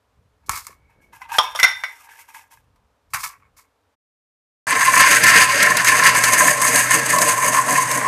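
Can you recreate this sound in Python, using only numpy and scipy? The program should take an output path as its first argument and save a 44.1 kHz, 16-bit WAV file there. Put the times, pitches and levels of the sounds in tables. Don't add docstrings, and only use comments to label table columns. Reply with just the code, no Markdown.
import sys
import numpy as np
from scipy import signal
from scipy.fft import rfft, irfft, next_fast_len
from scipy.io import wavfile

SR = 44100
rng = np.random.default_rng(int(sys.argv[2]) if len(sys.argv) > 2 else 0)


def store_pcm(level_fs):
    pcm = np.round(np.clip(level_fs, -1, 1) * 32767).astype(np.int16)
    wavfile.write(sys.argv[1], SR, np.atleast_2d(pcm).T)


def field_ratio(decibels):
    return 10 ** (np.asarray(decibels, dtype=float) / 20)


N = 355887
FADE_S, BLENDER_START_S = 3.94, 4.668

# (time [s], hold [s], housing level [dB], spray level [dB])
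SURGES = [(4.688, 0.15, -20, -26), (4.815, 0.093, -17.5, -22.5), (4.951, 0.012, -13.5, -17.5),
          (5.0, 0.052, -9, -18.5), (5.089, 0.086, -13, -19), (5.237, 0.071, -9.5, -17),
          (5.354, 0.044, -8, -15), (5.522, 0.1, -17.5, -23.5), (5.623, 0.017, -13.5, -29),
          (5.7, 0.012, -22.5, -26), (5.775, 0.04, -18.5, -27.5), (5.878, 0.0094, -11, -17),
          (5.963, 0.017, -16.5, -21.5), (6.05, 0.036, -13.5, -21), (6.158, 0.001, -13.5, -19),
          (6.245, 0.048, -17, -20), (6.333, 0.003, -14.5, -17), (6.392, 0.11, -17.5, -18.5),
          (6.625, 0.1, -20.5, -18.5), (6.759, 0.033, -14, -15.5), (6.917, 0.031, -14, -16.5),
          (7.103, 0.011, -18.5, -19.5), (7.218, 0.0011, -21.5, -16), (7.295, 0.0009, -19, -19.5),
          (7.427, 0.048, -22.5, -20), (7.539, 0.004, -20, -18.5), (7.682, 0.028, -25, -23),
          (7.736, 0.076, -23, -22.5), (7.911, 0.04, -26, -23)]
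SURGE_RISE_DB_PER_S, SURGE_FALL_DB_PER_S = 379, 150.5
# (time [s], hold [s], level [dB])
JOLTS = [(4.681, 0.34, -21), (4.876, 0.034, -16), (4.971, 0.0009, -13.5), (5.04, 0.08, -24),
         (5.241, 0.13, -21.5), (5.406, 0.002, -14.5), (5.64, 0.11, -24), (5.81, 0.087, -22.5),
         (5.91, 0.12, -20), (6.045, 0.008, -16.5), (6.153, 0.002, -14.5), (6.26, 0.055, -21),
         (6.411, 0.08, -19), (6.611, 0.002, -19), (6.753, 0.017, -23), (6.914, 0.001, -17.5),
         (7.15, 0.043, -15), (7.293, 0.002, -16.5), (7.388, 0.096, -20), (7.549, 0.001, -12.5),
         (7.681, 0.051, -19.5), (7.778, 0.001, -16), (7.93, 0.066, -21), (8.048, 0.064, -13.5)]
JOLT_RISE_DB_PER_S, JOLT_FALL_DB_PER_S = 670, 120.5
# (time [s], hold [s], level [dB])
GULPS = [(4.752, 0.003, -30), (4.96, 0.04, -25.5), (5.095, 0.021, -26.5), (5.224, 0.041, -25.5),
         (5.361, 0.047, -25.5), (5.55, 0.25, -31), (5.625, 0.00086, -25.5), (5.904, 0.18, -30.5),
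         (6.17, 0.002, -25.5), (6.318, 0.003, -24.5), (6.445, 0.049, -23), (6.613, 0.016, -28.5),
         (6.749, 0.0065, -22), (6.964, 0.013, -23.5), (7.137, 0.00094, -30), (7.205, 0.062, -23.5),
         (7.441, 0.097, -27), (7.72, 0.0062, -22), (7.807, 0.004, -32), (7.94, 0.069, -27)]
GULP_RISE_DB_PER_S, GULP_FALL_DB_PER_S = 144, 157
# (time [s], peak [dB])
BLADE_HITS = [(4.9543, -7), (5.0077, -2.5), (5.1663, -12), (5.2385, 1), (5.2912, -4), (5.628, -1),
              (5.662, -9.5), (5.7696, -2.5), (5.8453, -5), (5.8862, -3.5), (6.0373, -8), (6.1493, -10),
              (6.2381, 1.5), (6.3343, -3), (6.6166, -6), (6.758, -2), (7.1852, -5), (7.217, -3),
              (7.296, -7), (7.5389, -22), (7.914, -9.5)]
# (time [s], peak [dB], jar wall level [dB])
HOUSING_BLOWS = [(4.7525, -2, -6), (4.8054, -5.5, -3), (4.9356, 0, -4), (4.962, 0.5, -3),
                 (4.9981, -0.5, -3.5), (5.0376, -0.5, -1), (5.0685, -3.5, -2.5), (5.1207, -6.5, -2),
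                 (5.169, -4.5, -9), (5.24, -3, -3), (5.3174, -1, -1), (5.353, -3.5, -4),
                 (5.3884, -6.5, -16), (5.493, -10, -5), (5.5186, -10, 4), (5.6325, 1, -13),
                 (5.6681, 1, -12), (5.7154, -2, -6), (5.7734, -9, 0), (5.7963, -6, -6), (5.8464, -4, -7),
                 (5.891, -1, -12), (5.9161, -3, -6), (5.948, -2, -8), (5.9947, -1, -8), (6.0242, -2, -8),
                 (6.0555, 6.5, -7.5), (6.1196, -6, -1.5), (6.152, 0, -4.5), (6.2105, -10, -10),
                 (6.2379, -3, -6), (6.2746, -8.5, -10), (6.3361, -24, -6), (6.3616, -6, -3),
                 (6.403, 0.5, -2.5), (6.4788, 1.5, -5), (6.616, -8, -7), (6.645, -8, -6),
                 (6.7125, -7, -4.5), (6.7562, -4.5, -3), (6.9024, -12, 1.5), (6.9477, -5.5, 0.5),
                 (7.0883, -13, -5), (7.1258, -7.5, 3), (7.19, -15, -11), (7.223, -6.5, -2),
                 (7.3428, -22, -8), (7.3733, -23, -9), (7.424, -7, 1), (7.5406, -8, -3), (7.571, -9.5, -3),
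                 (7.6576, -22, -1), (7.7532, -3.5, -13), (7.9031, -12, 3), (8.0108, -12.5, 3),
                 (8.052, -18, -5)]
# (time [s], speed [turns/s], hum level [dB])
SHAFT = [(4.7, 115.5, -49.5), (5.15, 115, -48), (5.36, 120, -38), (5.67, 117.5, -46.5), (5.81, 123, -40.5),
         (6.9, 126.5, -40), (8.07, 130, -39)]
# (frequency [Hz], width [Hz], level [dB])
SLOSH_PEAKS = [(173, 33, -8), (259.5, 40, -3.5), (307, 50, -6), (463, 55, -2.5), (566.3, 28, 0),
               (607, 50, 1.5), (730, 51, -6.5), (911, 124, -12.5)]
# (frequency [Hz], width [Hz], level [dB])
BOOM_PEAKS = [(1001, 71, -11.5), (1045, 35, -1), (1085.4, 92, -12.5)]
# (frequency [Hz], width [Hz], level [dB])
HOUSING_PEAKS = [(1328, 33, -4.5), (1595, 80, -1), (1638, 45, 3), (1764, 33, 4), (1870, 40, 0),
                 (2022, 130, -2.5), (2109, 67, -3), (2320, 65, -3.5), (2190, 200, -11), (2570, 66, -11),
                 (2900, 200, -26.5)]
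# (frequency [Hz], level per Hz [dB])
GRIND_SPECTRUM = [(1470, -15.5), (2500, 5), (3290, -9.5), (4280, -8.5), (4760, -1.5), (5580, -13.5),
                  (6000, -10), (7800, -37.5), (13200, -120)]
# (frequency [Hz], level per Hz [dB])
SPRAY_SPECTRUM = [(3290, -55), (5600, -22.5), (6390, 4.5), (7170, -7.5), (7790, -0.5), (8850, -1),
                  (11100, -7.5), (12000, -9.5), (13700, -12), (14500, -19)]
# (frequency [Hz], level per Hz [dB])
MOTOR_SPECTRUM = [(15, -69), (25, -32), (120, -11.5), (610, -17.5), (840, -4), (1040, 1), (1250, -11),
                  (1770, 3.5), (3540, -21), (8740, -10.5), (14500, -34.5)]
MOTOR_DB = -26

# (time [s], peak [dB], wall level [dB], bowl level [dB], handle level [dB])
KNOCKS = [(1.134, -36, -9, -14, -28), (1.217, -22, -6, -3.5, -23), (1.384, 7.5, -2, -25, -11.5),
          (1.55, -18, 7.5, -22, -21), (1.559, -16.5, -18, -21, -0.5), (1.59, -5.5, -30, -1, -26),
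          (1.598, 6.5, -38, -11.5, -30), (1.63, 9, -39, -4.5, -11.5), (1.64, 9, -39, -3, -17.5),
          (1.837, -10, -46, 4, -11.5), (2.092, -36, -13, 3, -38), (2.19, -33, -20, -2.5, -34),
          (2.29, -39, -14, -12, -21), (2.346, -24, -19, -7, -30), (2.389, -42.5, -4, -6, -16.5),
          (2.527, -33.5, -11, -16, -26), (2.76, -39.5, -8.5, -20.5, -28)]
# (frequency [Hz], level [dB], time to fall 60 dB [s])
PART_TONES = [
    [(618, -4, 0.01), (905, -7, 0.053), (1028, -0.5, 0.099), (1200, -6.5, .04)],
    [(1565, -8.5, 0.14), (2014, -4.5, 0.044), (2046, -7, 0.056), (2260, -18.5, 0.045), (2670, -25, 0.046)],
    [(3216, -9, 0.052), (3310, -1, 0.019)],
    [(3600, 3, .06), (4060, -7.5, .03)],
    [(5100, -8.5, 0.016), (5570, 0, 0.044), (6360, -13, 0.019), (9680, -8, 0.049)],
]
NECK_DB, NECK_FOLLOWS_WALL, STEM_DB, STEM_DAMPED_BY_WALL, EDGE_DB = 8, 0.72, -8, 0.12, 1.5
# (frequency [Hz], level [dB], time to fall 60 dB [s])
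SPOON_RING_TONES = [(3460, -14, 0.38), (3601, -10.5, 0.45), (5507, -12.5, .33)]
SPOON_RING_DB = -23.5
# (time [s], hold [s], tub level [dB], crunch level [dB], spoon hum level [dB])
STROKES = [(.44, 0.65, -72, -90, -71), (.898, .003, -57.5, -70.5, -75), (1.02, 0.016, -67, -62.5, -60),
           (1.133, 0.035, -44, -54, -69), (1.212, 0.014, -43, -56, -64), (1.295, .03, -38, -50, -60),
           (1.322, .015, -31, -35, -46), (1.342, 0.018, -29, -33.5, -50), (1.43, 0.0079, -30, -39, -40),
           (1.5, 0.027, -43, -52, -53), (1.552, 0.071, -37, -38, -48), (1.68, 0.0098, -33, -38, -51),
           (1.76, 0.053, -46.5, -50, -60), (1.835, .005, -50, -47, -32), (1.87, 0.18, -50, -52, -68),
           (2.09, 0.13, -54.5, -53.5, -63), (2.194, 0.011, -59, -46.5, -73), (2.288, 0.014, -49, -48, -67),
           (2.345, 0.022, -46.5, -44.5, -56), (2.39, 0.0099, -52, -52, -69), (2.514, 0.025, -57, -50, -65)]
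STROKE_RISE_DB_PER_S, STROKE_FALL_DB_PER_S = 1600, 278.5
# (frequency [Hz], width [Hz], level [dB])
TUB_PEAKS = [(774, 70, -6), (920, 57, 5), (1220, 220, -8.5), (1650, 100, 0.5), (2091, 120, -8.5),
             (2540, 230, -10.5)]
# (frequency [Hz], width [Hz], level [dB])
SPOON_PEAKS = [(2230, 110, 0)]
# (frequency [Hz], level per Hz [dB])
CRUNCH_SPECTRUM = [(1470, -22.5), (2500, -1), (3940, -12.5), (5100, -9.5), (5530, -5), (6000, -7),
                   (13400, -7), (14500, -7)]
# (time [s], peak [dB], bowl level [dB])
TICKS = [(1.895, -32, -9), (2.046, -45, -12), (2.071, -35, -9), (2.09, -30, -9), (2.134, -41, -2),
         (2.154, -41, -9), (2.186, -37, -7), (2.197, -44, -9), (2.242, -45, -3), (2.288, -32, -10),
         (2.304, -39, -4), (2.346, -32, 1), (2.355, -36, -4), (2.369, -40, -4), (2.393, -32, -9),
         (2.439, -41.5, -4), (2.459, -49, -5), (2.512, -44.5, -2), (2.523, -41, -5), (2.539, -45, -6),
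         (2.573, -41.5, -2.5)]

# (time [s], hold [s], jar air level [dB], fizz level [dB])
SLIDES = [(.463, .004, -70, -50), (.486, .004, -42, -60), (.5, 0.082, -34, -29.5), (.62, 0.03, -63, -44),
          (.668, 0.0041, -44, -38), (.7, 0.019, -55, -57), (3.105, 0.0074, -65.5, -58),
          (3.139, 0.01, -21.5, -23), (3.19, .035, -44.5, -34.5), (3.234, 0.015, -30.5, -25),
          (3.3, 0.037, -48.5, -59), (3.4, 0.064, -63.5, -80.5), (3.569, 0.021, -57.5, -49),
          (3.64, .01, -65.5, -75.5)]
SLIDE_RISE_DB_PER_S, SLIDE_FALL_DB_PER_S = 4500, 351
# (time [s], peak [dB], crack level [dB], thump level [dB])
LUMPS = [(0.494, 8.5, -15, -32), (0.668, -22, 0.5, -38), (3.136, -4.5, -11, -25), (3.145, -8, -7, -43),
         (3.237, -1.5, -24, -44), (3.262, -7, -27, -40), (3.569, -39.5, -10.5, -22)]
# (frequency [Hz], width [Hz], level [dB])
JAR_PEAKS = [(955, 310, -11.5), (1116, 86, -2.5), (1310, 100, -10), (1680, 460, -16), (2197, 150, -9.5),
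             (2610, 390, -21.5)]
# (frequency [Hz], level per Hz [dB])
FIZZ_SPECTRUM = [(1470, -41.5), (2500, -14.5), (3580, -7.5), (4740, -1.5), (7260, -1), (9400, -2.5),
                 (13400, -5), (14500, 0.5)]
# (time [s], peak [dB], snap level [dB])
CHIPS = [(0.494, -12, -6), (0.518, -22, -4), (0.534, -19, -6), (0.547, -17, -10), (0.561, -17, -8),
         (0.573, -20, -4), (0.587, -30, -6), (0.604, -39, -8), (0.619, -37, -6), (0.651, -36, -8),
         (0.668, -25, -8), (0.729, -36, -6), (3.135, -12, -16), (3.157, -21, -2), (3.168, -30, -4),
         (3.181, -25, -8), (3.203, -24, -8), (3.234, -21, -1), (3.239, -19, -11), (3.252, -19, -6),
         (3.261, -19, -6), (3.337, -35, -6), (3.374, -50.5, -7), (3.401, -48, -7), (3.424, -42, -6.5),
         (3.432, -42.5, -7)]

# (time [s], hold [s], level [dB])
BRUSHES = [(.49, 0.054, -52.5), (.69, 0.043, -62.5), (.95, 0.18, -64)]
# (time [s], hold [s], rumble level [dB])
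GRIPS = [(.18, 0.055, -57.5), (.5, 0.057, -51), (.75, 1, -60), (2.58, 0.24, -61), (3.15, 0.033, -53),
         (3.4, 0.13, -62)]
GRIP_RISE_DB_PER_S, GRIP_FALL_DB_PER_S = 150.5, 99.5
# (frequency [Hz], level per Hz [dB])
ROOM_AIR_SPECTRUM = [(15, -54.5), (25, -17.5), (97, -3), (137, -28.5), (297, -10.5), (358, -28), (420, -10),
                     (735, -15.5), (959, -13.5), (1220, -16), (2080, -24), (14500, -39.5)]
ROOM_AIR_DB = -67.5
KITCHEN_T60_S = 0.18


def blender():
    housing_gain, spray_gain = swells(SURGES, SURGE_RISE_DB_PER_S, SURGE_FALL_DB_PER_S)
    boom_gain, = swells(JOLTS, JOLT_RISE_DB_PER_S, JOLT_FALL_DB_PER_S)
    slosh_gain, = swells(GULPS, GULP_RISE_DB_PER_S, GULP_FALL_DB_PER_S)
    hail = grains(10000, 2.6, 1.8)
    crackle = grains(500, 4.0, 3.0)

    notch = signal.iirnotch(375, 5.0, SR)
    slosh = signal.lfilter(*notch, resonant(hail, SLOSH_PEAKS, flutter_db=1.86))
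    boom = resonant(hail, BOOM_PEAKS, flutter_db=1.5, widen=1.1)
    housing = field_ratio(-2) * resonant(hail + 0.35 * crackle, HOUSING_PEAKS, flutter_db=2.2, widen=1.15)
    grind = field_ratio(-7.5) * coloured(hail, GRIND_SPECTRUM) * field_ratio(2.0 * drift(16))
    spray = coloured(hail * field_ratio(2.2 * drift(22)) + 0.45 * crackle, SPRAY_SPECTRUM)
    fan = field_ratio(MOTOR_DB) * coloured(rng.standard_normal(N), MOTOR_SPECTRUM)
    out = slosh_gain * slosh + boom_gain * boom + housing_gain * (housing + grind) + spray_gain * spray
    return out + fan + shaft_hum() + blade_hits()


def shaft_hum():
    s, turns, hum_db = np.transpose(SHAFT)
    t = np.arange(N) / SR
    speed = np.interp(t, s, turns) * (1 + 0.03 * drift(9))
    angle = 2 * np.pi * np.cumsum(speed) / SR
    level_db = np.interp(t, s, hum_db) + 1.6 * drift(8.2)
    return np.sqrt(2) * field_ratio(level_db) * np.sin(angle)


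def blade_hits():
    s, peak_db = np.transpose(BLADE_HITS)
    crack = band_pass(bursts(s, peak_db - 3.5, 0.042), 4000, 11000, 2)
    thud = bursts(s, peak_db - 43, 0.03)
    body = sum(field_ratio(level_db) * ring(thud, hz, 0.046) for hz, _, level_db in HOUSING_PEAKS + BOOM_PEAKS)
    return crack + body


def blows_on_housing():
    s, peak_db, wall_db = np.transpose(HOUSING_BLOWS)
    running = np.arange(N) / SR > BLENDER_START_S
    out = 0
    for level_db, peaks in (peak_db, HOUSING_PEAKS), (peak_db + wall_db, BOOM_PEAKS):
        shake = bursts(s, level_db, 0.06)
        strength = np.sqrt(np.mean(shake ** 2))
        out = out + strength * resonant(shake, peaks, widen=1.6) * running
    return field_ratio(-9.5) * out


def knocks():
    s, peak_db, wall_db, bowl_db, handle_db = np.transpose(KNOCKS)
    neck_db = handle_db + NECK_DB + NECK_FOLLOWS_WALL * wall_db
    stem_db = handle_db + STEM_DB - STEM_DAMPED_BY_WALL * wall_db
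    parts_db = wall_db, bowl_db, neck_db, stem_db, handle_db + EDGE_DB
    ice = bursts(s, peak_db - 24, 0.013) + bursts(s, peak_db - 23, 0.055)
    out = signal.lfilter([0.6], [1, -0.4], ice)
    for tones, part_db in zip(PART_TONES, parts_db):
        chatter = bursts(s, peak_db + part_db - 25.5, 0.038)
        rattle = bursts(s, peak_db + part_db - 43, 0.32)
        for hz, level_db, t60 in tones:
            out = out + field_ratio(level_db) * ring(chatter + rattle, hz, min(t60, 0.045, 130 / hz))
    return high_pass(out, 760)


def spoon_ring():
    s, peak_db, wall_db, bowl_db, handle_db = np.transpose(KNOCKS)
    wall_part_db = 0.2 * wall_db * (wall_db > -10)
    struck_db = peak_db + handle_db + wall_part_db + SPOON_RING_DB + 10
    return sum(taps(s, struck_db, [(hz, 0, level_db)], t60) for hz, level_db, t60 in SPOON_RING_TONES)


def scraping():
    tub_gain, crunch_gain, hum_gain = swells(STROKES, STROKE_RISE_DB_PER_S, STROKE_FALL_DB_PER_S)
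    rubbing = grains(2000, 2.8, 1.8)
    wall = rms_one(high_pass(resonant(rubbing, TUB_PEAKS, flutter_db=4.0, widen=0.75), 600))
    crunch = coloured(grains(8000, 3.0, 1.8), CRUNCH_SPECTRUM)
    hum = resonant(rng.standard_normal(N), SPOON_PEAKS, flutter_db=2.5)
    hum = resonant(hum, SPOON_PEAKS, flutter_db=1.5)
    return tub_gain * wall + crunch_gain * crunch + hum_gain * hum


def ticks():
    s, peak_db, bowl_db = np.transpose(TICKS)
    wall = taps(s, peak_db - 11, TUB_PEAKS[:3], 0.03)
    return wall + taps(s, peak_db + bowl_db - 4.5, TUB_PEAKS[3:], 0.036)


def pours():
    air_gain, fizz_gain = swells(SLIDES, SLIDE_RISE_DB_PER_S, SLIDE_FALL_DB_PER_S)
    air = rms_one(high_pass(resonant(grains(2500, 2.5, 2.0), JAR_PEAKS), 750))
    fizz = coloured(grains(9000, 3.0, 2.2), FIZZ_SPECTRUM)
    return air_gain * air + fizz_gain * fizz


def lumps():
    s, peak_db, crack_db, thump_db = np.transpose(LUMPS)
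    crack = band_pass(bursts(s, peak_db + crack_db - 0.5, 0.015), 5500, 11000, 1)
    slap = bursts(s, peak_db - 33, 0.017)
    body = sum(field_ratio(level_db) * ring(slap, hz, 0.026) for hz, _, level_db in JAR_PEAKS)
    thump = ring(bursts(s, peak_db + thump_db - 27, 0.1), 95, 0.06)
    return crack + high_pass(body, 1100) + thump


def chips():
    s, peak_db, snap_db = np.transpose(CHIPS)
    snap = taps(s, peak_db + snap_db, [(1650, 0, 0)], 0.004)
    return taps(s, peak_db, JAR_PEAKS, 0.017) + snap


def pop():
    return taps([3.1462], [-5], [(1600, 0, 0)], 0.0035)


def background():
    air = field_ratio(ROOM_AIR_DB) * coloured(rng.standard_normal(N), ROOM_AIR_SPECTRUM)
    cloth = rms_one(band_pass(grains(600, 3.0, 4.9), 140, 520, 2))
    rumble = rms_one(band_pass(rng.standard_normal(N), 25, 100, 2))
    brush_gain, = swells(BRUSHES, STROKE_RISE_DB_PER_S, STROKE_FALL_DB_PER_S)
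    grip_gain, = swells(GRIPS, GRIP_RISE_DB_PER_S, GRIP_FALL_DB_PER_S)
    return air + brush_gain * cloth + grip_gain * rumble


def kitchen(x):
    t = np.arange(SR // 2) / SR
    dull = signal.lfilter([1], [1, -0.75], rng.standard_normal(len(t)))
    dying = dull * field_ratio(-60 * t / KITCHEN_T60_S)
    delay = np.zeros(round(0.006 * SR))
    tail = np.concatenate([delay, dying / np.sqrt(np.sum(dying ** 2))])
    return signal.fftconvolve(x, tail)[:N]


def rms_one(x):
    return x / np.sqrt(np.mean(x ** 2) + 1e-20)


def high_pass(x, hz):
    return signal.sosfilt(signal.butter(3, hz, "high", fs=SR, output="sos"), x)


def band_pass(x, low_hz, high_hz, order):
    return signal.sosfilt(signal.butter(order, [low_hz, high_hz], "band", fs=SR, output="sos"), x)


def drift(rate_hz):
    r = np.exp(-2 * np.pi * rate_hz * 8 / SR)
    slow = signal.lfilter([1], [1, -2 * r, r * r], rng.standard_normal(N // 8 + 2002))[2000:]
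    return np.interp(np.arange(N) / 8, np.arange(len(slow)), rms_one(slow))


def coloured(x, spectrum):
    hz, level_db = np.transpose(spectrum)
    size = next_fast_len(N)
    bins = np.maximum(np.fft.rfftfreq(size, 1 / SR), 1)
    gain = field_ratio(np.interp(np.log(bins), np.log(hz), level_db))
    return rms_one(irfft(rfft(x, size) * gain, size)[:N])


def resonant(x, peaks, flutter_db=0, widen=0.72):
    out = 0
    for k, (hz, width, level_db) in enumerate(peaks):
        r = np.exp(-np.pi * width * widen / SR)
        fed = x * field_ratio(flutter_db * drift(9)) if flutter_db else x
        tone = signal.lfilter([1, 0, -1], [1, -2 * r * np.cos(2 * np.pi * hz / SR), r * r], fed)
        out = out + (-1) ** k * field_ratio(level_db) * (1 - r * r) * tone
    return rms_one(out)


def ring(clicks, hz, t60):
    r, w = field_ratio(-60 / (t60 * SR)), 2 * np.pi * hz / SR
    return signal.lfilter([0, np.sin(w)], [1, -2 * r * np.cos(w), r * r], clicks + 1e-18)


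def grains(per_s, spread_db, clump_db):
    sizes = field_ratio(spread_db * np.minimum(rng.exponential(1, N), 5)) * rng.choice([-1, 1], N)
    born = rng.random(N) < per_s / SR
    return rms_one(sizes * born * field_ratio(clump_db * drift(40)))


def clicks_at(times, level_db):
    clicks = np.zeros(N)
    np.add.at(clicks, np.round(np.array(times) * SR).astype(int), field_ratio(level_db))
    return clicks


def bursts(times, level_db, t60):
    clicks = clicks_at(times, level_db)
    dying = signal.lfilter([1], [1, -field_ratio(-60 / (t60 * SR))], clicks + 1e-18)
    return 2 * clicks + dying * rng.standard_normal(N)


def taps(times, level_db, peaks, t60):
    clicks = clicks_at(times, level_db)
    return sum((-1) ** k * field_ratio(db) * ring(clicks, hz, t60) for k, (hz, _, db) in enumerate(peaks))


def swells(rows, rise_db_per_s, fall_db_per_s):
    s, hold, *columns = np.transpose(rows)[:, :, None]
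    t = np.arange(0, N, 32) / SR
    before, after = np.maximum(s - t, 0), np.maximum(t - s - hold, 0)
    shape_db = -rise_db_per_s * before - fall_db_per_s * after
    gains = [np.sqrt(np.sum(field_ratio(shape_db + level_db) ** 2, axis=0)) for level_db in columns]
    return [np.interp(np.arange(N) / SR, t, gain) for gain in gains]


def scene():
    t = np.arange(N) / SR
    blows = knocks() + spoon_ring()
    near = scraping() + ticks() + pours() + lumps() + high_pass(chips() + pop(), 1000)
    scooping = near + blows + field_ratio(-19) * kitchen(blows) + field_ratio(-20.5) * kitchen(near) + background()
    machine = blender() + blows_on_housing()
    blending = machine + field_ratio(-19) * kitchen(machine)
    fade_out = np.clip((FADE_S - t) / 0.015 + 1, 0, 1)
    cut_in = np.clip((t - BLENDER_START_S) / 0.001, 0, 1)
    return (scooping * fade_out + blending * cut_in)[None]


def band_limit(x):
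    return signal.sosfilt(signal.butter(12, 15590, fs=SR, output="sos"), x)


def record(dry):
    overloaded = high_pass(np.clip(dry, -0.83, 0.83), 45)
    top_cut = signal.ellip(12, 0.3, 65, 14300, fs=SR, output="sos")
    mix = np.clip(signal.sosfilt(top_cut, overloaded), -0.97, 0.97)
    return band_limit(mix)


dry = scene()
out = record(dry)
store_pcm(out)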